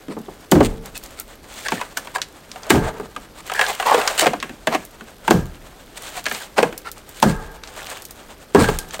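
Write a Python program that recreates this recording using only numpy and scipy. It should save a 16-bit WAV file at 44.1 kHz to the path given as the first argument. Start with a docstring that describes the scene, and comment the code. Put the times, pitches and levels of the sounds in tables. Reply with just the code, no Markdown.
"""A wooden porch in quiet open air; split firewood is stacked close to the microphone.
Five logs land on the pile: each knocks, rocks to rest, rattles its neighbours and booms the floor.
In between, the logs of the armful clack and scrape over each other and their dry bark crackles.
Knocks are damped modes over noise, friction is stick-slip clicks; log walls and roof echo both."""
import sys
import numpy as np
from scipy import signal
from scipy.io import wavfile

SR = 44100
rng = np.random.default_rng(int(sys.argv[2]) if len(sys.argv) > 2 else 0)


def store_pcm(level_fs):
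    """Save levels as 16-bit WAV."""
    pcm = np.round(np.clip(level_fs, -1, 1) * 32767).astype(np.int16)
    wavfile.write(sys.argv[1], SR, np.atleast_2d(pcm).T)


N = 396900

# Table levels are relative; each source adds its own gain.
# open-air spectrum: f/Hz, gain/dB
AIR_SPECTRUM = [(12, -29), (20, 7.5), (81, -6), (446, -5.5), (873, -21), (1030, -19), (1610, -16.5),
                (2020, -24.5), (2670, -27), (6360, -24), (8410, -64), (10500, -24.5), (13500, -34),
                (16000, -41)]
# echo under the roof: f/Hz, gain/dB
ECHO_SPECTRUM = [(40, 18), (150, -12), (400, 1.5), (1000, -13.5), (2000, -3), (5000, -8), (14000, -6.5)]
# wood rubbing: f/Hz, gain/dB
RUB_SPECTRUM = [(120, -52), (200, -5), (360, -10.5), (469, 5), (610, 13), (727, 7.5), (1110, 4), (1470, 3),
                (1680, -2.5), (4000, -24), (5200, -60), (8800, -120)]
# bark rustling: f/Hz, gain/dB
RUSTLE_SPECTRUM = [(1060, -7), (1800, 13), (2280, -9.5), (2870, 12.5), (4740, 6.5), (5700, -6), (7030, 7.5),
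                   (8440, 10.5), (10700, -11), (13200, -11), (16000, 1.5)]
# noise of a blow: f/Hz, half-octave level/dB
BLOW_SPECTRUM = [(60, -31), (130, -10), (220, 0), (400, -4), (800, 2.5), (1600, -4), (2400, -11),
                 (4000, -1), (8300, 4.5), (10500, -3), (15000, -5)]
# log modes: ratio to ring pitch, level/dB, share of ring t60
LOG_MODES = [(0.608, -8.5, 1), (1.002, 13.5, 0.84), (1.17, -31, 1), (1.46, -10, 0.16), (1.93, -9.5, 0.95),
             (2.6, -14, 0.29)]
# cross-grain modes: f/Hz, level/dB, t60/s
CROSS_GRAIN_MODES = [(1640, -0.5, 0.094), (1853, -4, 0.044), (2620, 1.5, 0.034), (3105, -1.5, 0.031)]
# stacked logs ringing together: f/Hz, width/Hz, level/dB
PILE_MODES = [(188.6, 31, -1.5), (330, 39, -8.5), (406, 93, 4.5), (452, 9.7, 0), (680, 34, -3),
              (747, 34, 0.5), (871, 28, 3.5), (980, 13, -4), (1107, 220, 2), (1220, 120, -2),
              (1390, 64, -33), (1610, 39, 4.5), (1660, 42, -5.5)]
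# floor boards and joists: f/Hz, width/Hz, level/dB
FLOOR_MODES = [(30, 20, -9), (73.5, 27, 1.5), (123.8, 39, 5), (159.5, 14.7, -6.5), (187, 142, 3)]
# swells of rubbing: the armful shifting, and at 2.58 s the pile stirring after the second landing: t/s,
# length/s, wood rub/dB, bark rustle/dB
RUB_SWELLS = [(0.9, .32, -40, -47), (1.47, 0.41, -35, -36), (2.58, 0.49, -22, -49),
              (3.42, 0.49, -22, -29.5), (3.8, 0.32, -11, -31), (4.03, 0.26, -21.5, -34.5),
              (5.95, 0.32, -32, -35.5), (6.23, 0.26, -31, -33.5), (7.08, 0.3, -66, -40),
              (7.71, 0.31, -23, -35), (8.55, .24, -29, -31.5), (8.87, 0.23, -35, -40)]
# dry splinters snap: t/s, level/dB, f/Hz
SPLINTER_SNAPS = [(0.5148, -2, 9000), (0.8585, -21, 7220), (0.9767, -15, 7800), (1.037, -20, 7740),
                  (1.1987, -11, 12600), (1.684, -8, 2760), (1.973, -7.5, 5960), (2.2169, -5, 3260),
                  (2.516, -17.5, 3640), (2.6329, -21, 2970), (3.665, -9.5, 2570), (4.0766, 0, 3500),
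                  (4.401, -16, 2670), (4.8508, -21.5, 12700), (4.2155, -8.5, 5950), (6.0693, -24, 3660),
                  (6.1924, -22, 2610), (6.348, -13, 3210), (6.98, -27, 5280), (6.2563, -8.5, 2550),
                  (6.2844, -15, 2690), (6.3236, -16, 8000), (6.446, -30, 2920), (6.778, -14, 7640),
                  (6.9157, -16.5, 7650), (7.636, -17, 2410), (7.0917, -24, 12300), (7.6743, -22, 3640),
                  (8.0214, -21, 7960), (8.232, -38, 4120), (8.9084, -19, 3100), (7.869, -18, 3150),
                  (8.052, -17.5, 7140), (8.1085, -20, 9700), (8.7877, -6.5, 5840)]
# bark slips on bark: t/s, level/dB, ring f/Hz, rasp/dB re level, length/s
BARK_SLIPS = [(0.09, -21.5, 440, -11, 0.057), (0.622, -22, 428, 12, 0.056),
              (0.942, -23.5, 2550, 6.5, 0.038), (1.165, -28.5, 1380, 5, 0.059),
              (1.648, -12.5, 1690, -6, 0.027), (1.79, -24, 990, -16, 0.026), (1.764, -23, 1800, -6, 0.036),
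              (2.137, -13.5, 970, 0.5, 0.039), (3.37, -30.5, 1170, 5, 0.05),
              (3.542, -12.5, 1660, -21, 0.054), (3.605, -11.5, 1640, -16, 0.065),
              (3.654, -13, 736, -23, 0.081), (3.852, -4, 954, -34, 0.061), (3.881, -8, 1100, -31, 0.085),
              (3.937, -9, 457, -28, 0.073), (3.973, -9, 745, -26, 0.041), (4.172, -8.5, 3020, 10.5, 0.057),
              (4.213, -2, 600, -28, 0.044), (4.258, -6.5, 537, -30, 0.029), (4.708, -5, 720, -38, 0.063),
              (5.962, -30, 820, 13, 0.025), (6.158, -16.5, 720, -4, 0.04), (6.336, -29, 754, -4, 0.059),
              (6.402, -24.5, 1590, -14, 0.031), (6.562, -5.5, 740, -26, 0.059),
              (6.842, -18, 1350, -26, 0.058), (7.271, -18.5, 422, 3, 0.052), (8.584, -6.5, 407, -1, 0.049),
              (8.618, -9, 1550, -13, 0.044)]
# log strikes log: t/s, level/dB, ring f/Hz, hardness/dB re level, thud/dB re level
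LOG_KNOCKS = [(0.083, -34.5, 336, 1, 19.5), (0.167, -28.5, 453, -21, 11.5), (0.283, -31, 375, -26, 2),
              (0.553, -27, 408, 3, 1), (0.605, -14, 567, -3.5, -9), (0.608, -9.5, 420, -9, 7),
              (1.686, -28.5, 1090, 11, -7), (1.72, -18, 885, 5, 6), (1.813, -23, 983, 6.5, -23),
              (1.971, -24.5, 1510, 10.5, -8), (2.072, -36, 950, 11.5, -11), (2.159, -20.5, 1635, -4, -35),
              (2.183, -29, 980, 4, -20), (2.559, -32, 740, 2.5, -8), (2.756, -19, 430, -1, 12),
              (2.998, -27, 420, -4, 2), (3.163, -29.5, 1220, 8, 1.5), (3.498, -27.5, 1280, 8, -25),
              (3.518, -23, 750, 6.5, -30), (3.593, -14, 1660, 5, -42), (3.612, -14.5, 1660, 10, -30),
              (3.799, -20.5, 775, 8, -25), (3.826, -24, 1070, 8.5, -25), (3.916, -8, 883, -19, -22),
              (3.945, -11.5, 475, 1.5, -24), (4.014, -31, 670, 18, -18), (4.075, -23, 990, 13, -32),
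              (4.259, -16.5, 733, 4, 1), (4.267, -11.5, 465, 5, -6), (4.334, -18, 703, -0.5, -4),
              (4.427, -28.5, 1090, 15, 2), (4.494, -37, 347, 11, 14), (4.672, -15.5, 630, 8, 2),
              (4.748, -21.5, 316, 9, 1), (5.009, -39, 1460, 8.5, 8.5), (5.279, -14.5, 900, 5, 4),
              (6.264, -23, 1800, 13.5, -8), (6.313, -25, 1780, 10, -3), (6.581, -15, 430, 5.5, -6),
              (6.586, -13.5, 550, 3, 0), (6.629, -9.5, 470, 1, -3), (6.726, -34.5, 334, 8.5, -16),
              (8.558, -15.5, 418, 0, 1), (8.687, -16, 437, 4, -0.5), (8.993, -27, 620, 2, 11)]
# log lands on the pile: t/s, level/dB, ring f/Hz, hardness/dB, rock delay/s, rock/dB, rock f/Hz,
# floor boom/dB, rattle/dB, rattle tilt/(dB/octave), rattle t60/s
LOG_LANDINGS = [(0.519, -8.5, 361, 0, 0.017, 2, 356.4, -5.5, -8, -12.5, 0.65),
                (2.704, -9.5, 356, 9, .022, -9, 259.4, -8, -13, -2, 0.73),
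                (5.308, -7.5, 345, 1, 0.036, -7, 186.7, -10, -24, 11, 0.49),
                (7.227, -7.5, 884, 1, 0.028, -3.5, 214.7, -11.5, -17.5, 1, 0.96),
                (8.548, -6, 402, -8.5, .04, -7, 235, -6.5, -10, 1.5, 0.62)]

BANDS_HZ = 30 * 2 ** (np.arange(19) / 2)
AGE_S = np.arange(SR // 4) / SR
CUTOFF_HZ = 15900


def from_db(db):
    """Decibels to gain."""
    return 10 ** (np.asarray(db) / 20)


def unit_rms(x):
    """Scale each row to rms 1."""
    return x / np.sqrt(np.mean(x ** 2, axis=-1, keepdims=True) + 1e-20)


def unit_blow(x):
    """Scale each row to the energy of 10 ms at rms 1."""
    return unit_rms(x) * np.sqrt(SR / 100 / x.shape[-1])


def columns(table):
    """Event table columns, each shaped (events, 1)."""
    return np.array(table, float).T[:, :, None]


def at_hz(points, hz):
    """Interpolate over log frequency."""
    knots, values = np.transpose(points)
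    return np.interp(np.log(hz), np.log(knots), values)


def decay(age_s, t60_s):
    """Exponential fall, 60 dB in t60_s."""
    return np.exp(-np.log(1000) * age_s / np.maximum(t60_s, 1e-3))


def butter(x, edges_hz, kind="band"):
    """Butterworth filter, order 2."""
    return signal.sosfilt(signal.butter(2, edges_hz, kind, fs=SR, output="sos"), x + 1e-18)


def band(x, hz):
    """Half-octave band-pass."""
    return butter(x, hz * 2 ** np.array([-.25, .25]))


def resonate(x, hz, width_hz):
    """Two-pole resonance, peak gain 1."""
    r = np.exp(-np.pi * width_hz / SR)
    feedback = [1, -2 * r * np.cos(2 * np.pi * hz / SR), r * r]
    return signal.lfilter(np.array([1, 0, -1]) * (1 - r * r) / 2, feedback, x + 1e-18)


def coloured(x, spectrum):
    """Shape x with the band bank; rms 1."""
    return unit_rms(sum(from_db(at_hz(spectrum, hz)) * band(x, hz) * (-1) ** k
                        for k, hz in enumerate(BANDS_HZ)))


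def modal_body(x, modes, tilt_db_per_octave=0):
    """Parallel resonances with steep skirts."""
    body = 0
    for hz, width_hz, db in modes:
        mode = unit_rms(resonate(resonate(x, hz, width_hz), hz, 4 * width_hz))
        body = body + from_db(db + tilt_db_per_octave * np.log2(hz)) * mode
    return unit_blow(body)


def scatter(clicks, low_hz, high_hz, width_share, count):
    """Deal samples at random to log-spaced resonances; rms 1."""
    dealt = rng.integers(0, count, N)
    return unit_rms(sum(resonate(clicks * (dealt == k), hz, width_share * hz)
                        for k, hz in enumerate(np.geomspace(low_hz, high_hz, count))))


def drift(n, per_s):
    """Random curve through per_s unit-normal knots a second."""
    knots = rng.standard_normal(8192)
    return np.interp(np.arange(n) * per_s / SR, np.arange(len(knots)), knots)


def grains(shape, per_s, spread_db):
    """Uneven random clicks."""
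    chance, size, sign = np.moveaxis(rng.random((*shape, 3)), -1, 0)
    size_db = spread_db * np.minimum(-np.log(1 - size), 5)
    return (chance < per_s / SR) * from_db(size_db) * np.sign(sign - .5)


def place(starts_s, sounds):
    """Sum sounds onto the time line."""
    track = np.zeros(N + 2 * SR)
    for start_s, sound in zip(np.ravel(starts_s), sounds):
        i = int(start_s * SR)
        track[i:i + len(sound)] += sound
    return track[:N]


def after_landings(t60_s, rise_s):
    """Envelope that rises at each landing, then decays."""
    age_s = np.arange(2 * SR) / SR
    starts_s = columns(LOG_LANDINGS)[0]
    envelope = decay(age_s, t60_s) * (1 - np.exp(-age_s / rise_s))
    return place(starts_s, [envelope] * len(starts_s))


def low_noise(top_hz):
    """Noise from 18 Hz to top_hz; rms 1."""
    return unit_rms(butter(rng.standard_normal(N), [18, top_hz]))


def outdoors(air_db=-46.0, breeze_db=-56.0, gust_db=2.5):
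    """Quiet open air with an uneven low breeze."""
    breeze = from_db(breeze_db + gust_db * drift(N, per_s=4.3)) * low_noise(top_hz=53.6)
    return breeze + from_db(air_db) * coloured(rng.standard_normal(N), AIR_SPECTRUM)


def floor_sway(level_db=-36.5):
    """Joists tremble long after each landing."""
    return from_db(level_db) * after_landings(t60_s=1.9, rise_s=.05) * low_noise(top_hz=53.3)


def porch_echo(x, early_db=-12.0, early_t60_s=0.28, late_db=-30.0, late_t60_s=1.0, damping=0.071):
    """Log walls and roof reflect at once; the yard dies away later."""
    age_s = np.arange(SR) / SR
    white = rng.standard_normal((2, SR))
    response = 0
    for k, hz in enumerate(BANDS_HZ):
        band_t60_s = late_t60_s * (500 / hz) ** damping
        early = from_db(early_db) * unit_rms(white[k % 2] * decay(age_s, early_t60_s) * (age_s > .005))
        late = from_db(late_db) * unit_rms(white[k % 2] * decay(age_s, band_t60_s) * (age_s > .02))
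        response = response + from_db(at_hz(ECHO_SPECTRUM, hz)) * band(early + late, hz) / np.sqrt(SR)
    return signal.fftconvolve(x, response)[:N]


def handling(wood_db=-12.5, bark_db=-2.0, jerk_db=5.0, tap_db=-9.0, splinter_db=-9.0):
    """Bark drags jerkily over bark and sleeves; ridges tap, splinters crackle."""
    start_s, length_s, rub_db, rustle_db = columns(RUB_SWELLS)
    swell = np.sin(np.pi * np.minimum(np.arange(SR) / SR / length_s, 1))
    stir = after_landings(t60_s=0.42, rise_s=0.014)
    # never-still armful + pile stirring after a landing + shifts
    rub_gain = from_db(-37.5) + from_db(-34) * stir + place(start_s, from_db(rub_db) * swell)
    rustle_gain = from_db(-50) + from_db(-43) * stir + place(start_s, from_db(rustle_db) * swell)
    drag = grains((N,), per_s=7000, spread_db=2.5) * from_db(jerk_db * drift(N, per_s=36))
    ridges = grains((N,), per_s=160, spread_db=2.5)
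    taps = scatter(ridges, low_hz=750, high_hz=3400, width_share=.14, count=12)
    tears = np.abs(grains((N,), per_s=60, spread_db=3.0))
    bursts = signal.fftconvolve(tears, decay(AGE_S, t60_s=.012))[:N] * rng.standard_normal(N)
    splinters = scatter(bursts, low_hz=2780, high_hz=13000, width_share=0.4, count=5)
    wood = from_db(wood_db) * coloured(drag, RUB_SPECTRUM)
    bark = from_db(bark_db) * coloured(drag, RUSTLE_SPECTRUM)
    crackle = from_db(tap_db) * taps + from_db(splinter_db) * splinters
    return rub_gain * wood + rustle_gain * (bark + crackle)


def snaps(gain_db=-15.5, tick_t60_s=0.013, crumble_db=-12.5, crumble_t60_s=0.087):
    """Dry splinters break: a broad tick, then crumbling."""
    start_s, level_db, pitch_hz = columns(SPLINTER_SNAPS)
    ticks = rng.standard_normal((len(start_s), len(AGE_S))) * decay(AGE_S, tick_t60_s)
    crumbs = unit_rms(grains(ticks.shape, per_s=2500, spread_db=1.5)) * decay(AGE_S, crumble_t60_s)
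    breaks = [butter(row, [hz / 2, min(2 * hz, CUTOFF_HZ)])
              for row, hz in zip(ticks + from_db(crumble_db) * crumbs, pitch_hz[:, 0])]
    return place(start_s, from_db(level_db + gain_db) * unit_blow(np.array(breaks)))


def slips(wood_db=-11.0, bark_db=-16.0, rub_db=-9.5, judder_db=3.2, ring_width_hz=143.0):
    """Short slides: bark sticks and slips, rasping and driving the log's modes."""
    start_s, level_db, pitch_hz, rasp_db, length_s = columns(BARK_SLIPS)
    stroke = np.sin(np.pi * np.minimum(AGE_S[:SR // 6] / length_s, 1))
    judder = from_db(judder_db * drift(stroke.size, per_s=430)).reshape(stroke.shape)
    catches = grains(stroke.shape, per_s=5500, spread_db=3.5) * judder * stroke
    ring = np.zeros_like(catches)
    for i, hz in enumerate(pitch_hz[:, 0]):
        for ratio, mode_db, _ in LOG_MODES:
            ring[i] += from_db(mode_db) * resonate(catches[i], hz * ratio, ring_width_hz * ratio)
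    wood = from_db(wood_db) * (unit_rms(ring) + from_db(rub_db) * coloured(catches, RUB_SPECTRUM))
    rasp = from_db(bark_db + rasp_db) * coloured(catches, RUSTLE_SPECTRUM)
    stroke_rms = np.sqrt(np.mean(stroke ** 2, axis=1, keepdims=True))
    return place(start_s, from_db(level_db) * stroke_rms * (wood + rasp))


def dense_modes(thud_db, hardness_db, crack_db, t60_1khz_s=0.062, chatter_db=-18.0, chatter_t60_s=0.31):
    """Dense damped modes as noise: treble dies first; the log chatters as it beds in."""
    white = rng.standard_normal((len(hardness_db), 2, len(AGE_S)))
    chatter = from_db(chatter_db) * decay(AGE_S, chatter_t60_s)
    body = 0
    for k, hz in enumerate(BANDS_HZ[2:]):
        envelope = decay(AGE_S, t60_1khz_s * (1000 / hz) ** 0.75) + chatter
        bass_db = thud_db * at_hz([(300, 1), (520, 0)], hz)
        mid_db = hardness_db * at_hz([(1100, 0), (1750, 1), (2750, 1), (4600, 0)], hz)
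        treble_db = crack_db * at_hz([(2750, 0), (4600, 1)], hz)
        band_db = at_hz(BLOW_SPECTRUM, hz) + bass_db + mid_db + treble_db
        body = body + from_db(band_db) * unit_blow(band(white[:, k % 2] * envelope, hz))
    return body


def log_ring(pitch_hz, t60_600hz_s=0.062, contact_s=0.00061):
    """Main modes of a log; thin, high logs ring shorter."""
    t60_s = t60_600hz_s * (600 / pitch_hz) ** .3
    ring = 0
    for k, (ratio, mode_db, share) in enumerate(LOG_MODES):
        tone = (-1) ** k * np.sin(2 * np.pi * pitch_hz * ratio * AGE_S)
        ring = ring + from_db(mode_db) * tone * decay(AGE_S, t60_s * share)
    return unit_blow(ring * (1 - np.exp(-AGE_S / contact_s)))


def cross_grain_ring(count, spread_octaves=0.084):
    """Modes across the grain, slightly different in each log."""
    detune = 2 ** (spread_octaves * rng.standard_normal((count, len(CROSS_GRAIN_MODES))))
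    return unit_blow(sum(from_db(db) * np.sin(2 * np.pi * hz * detune[:, [k]] * AGE_S) * decay(AGE_S, t60_s)
                         for k, (hz, db, t60_s) in enumerate(CROSS_GRAIN_MODES)))


def blows(start_s, level_db, pitch_hz, hardness_db, thud_db, base_crack_db,
          body_db=-7.5, cross_db=-13.5, lead_in_db=-10.5):
    """Wood hits wood and rings; harder contact clacks and cracks more."""
    crack_db = base_crack_db + 0.95 * hardness_db
    body = from_db(body_db) * dense_modes(thud_db, hardness_db, crack_db)
    cross = from_db(cross_db + hardness_db) * cross_grain_ring(len(start_s))
    struck = place(start_s, from_db(level_db) * (body + log_ring(pitch_hz) + cross))
    # a faint crackle swells just before each knock
    lead_s = AGE_S[:SR // 20][::-1]
    crackle = grains((len(start_s), len(lead_s)), per_s=970, spread_db=6.0)
    lead_in = unit_blow(coloured(crackle, RUSTLE_SPECTRUM) * decay(lead_s, t60_s=0.036))
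    return struck + place(start_s - lead_s[0], from_db(level_db + crack_db + lead_in_db) * lead_in)


def clacks():
    """Logs strike each other in the armful and on the pile."""
    return blows(*columns(LOG_KNOCKS), base_crack_db=-17.5)


def rocking(start_s, level_db, pitch_hz, gain_db=-6.0, period_s=.023, loss_db=4, sag_octaves=0.247,
            t60_s=0.18, rise_s=0.0063):
    """A landed log rocks softly on the pile three times, each weaker and lower."""
    envelope = decay(AGE_S, t60_s) * (1 - np.exp(-AGE_S / rise_s))
    rocks = 0
    for k in range(3):
        hz = pitch_hz * 2 ** (-sag_octaves * k)
        bump = unit_blow(np.sin(2 * np.pi * hz * AGE_S) * envelope)
        rocks = rocks + place(start_s + k * period_s, from_db(level_db + gain_db - k * loss_db) * bump)
    return rocks


def landings(boom_t60_s=0.24, boom_delay_s=.035, rumble_db=-21.5, rumble_t60_s=1.0):
    """A log knocks and rocks, the pile rattles, then the weight shakes the floor."""
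    (start_s, level_db, pitch_hz, hardness_db, rock_delay_s, rock_db, rock_hz,
     boom_db, rattle_db, tilt_db_per_octave, rattle_t60_s) = columns(LOG_LANDINGS)
    age_s = np.arange(SR) / SR
    shake = rng.standard_normal((len(start_s), SR))
    rattle = modal_body(shake * decay(age_s, rattle_t60_s), PILE_MODES, tilt_db_per_octave)
    boom_envelope = decay(age_s, boom_t60_s) + from_db(rumble_db) * decay(age_s, rumble_t60_s)
    boom = modal_body(shake * boom_envelope, FLOOR_MODES)
    knocks = blows(start_s, level_db, pitch_hz, hardness_db, thud_db=3.5, base_crack_db=-11.0)
    rocks = rocking(start_s + rock_delay_s, rock_db, rock_hz)
    pile = place(start_s, from_db(rattle_db) * rattle)
    floor = place(start_s + boom_delay_s, from_db(boom_db) * boom)
    return knocks + rocks + pile + floor


def scene(armful_cut_hz=150.0):
    """Close wood, porch and open air, mono; single logs are too small for deep bass."""
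    armful = butter(clacks() + slips() + handling(), armful_cut_hz, "high")
    wood = landings() + armful + snaps()
    return (wood + porch_echo(wood) + floor_sway() + outdoors())[None]


def record(dry, dip_hz=10420.0, dip_width_hz=1040.0, dip_share=0.5):
    """Microphone treble dip, soft input overload on the hardest knocks, steep low-pass."""
    heard = dry - dip_share * resonate(dry, dip_hz, dip_width_hz)
    clipped = .96 * heard / (1 + heard ** 10) ** (1 / 10)
    return signal.sosfilt(signal.ellip(12, .1, 80, CUTOFF_HZ, fs=SR, output="sos"), clipped)


dry = scene()
out = record(dry)
store_pcm(out)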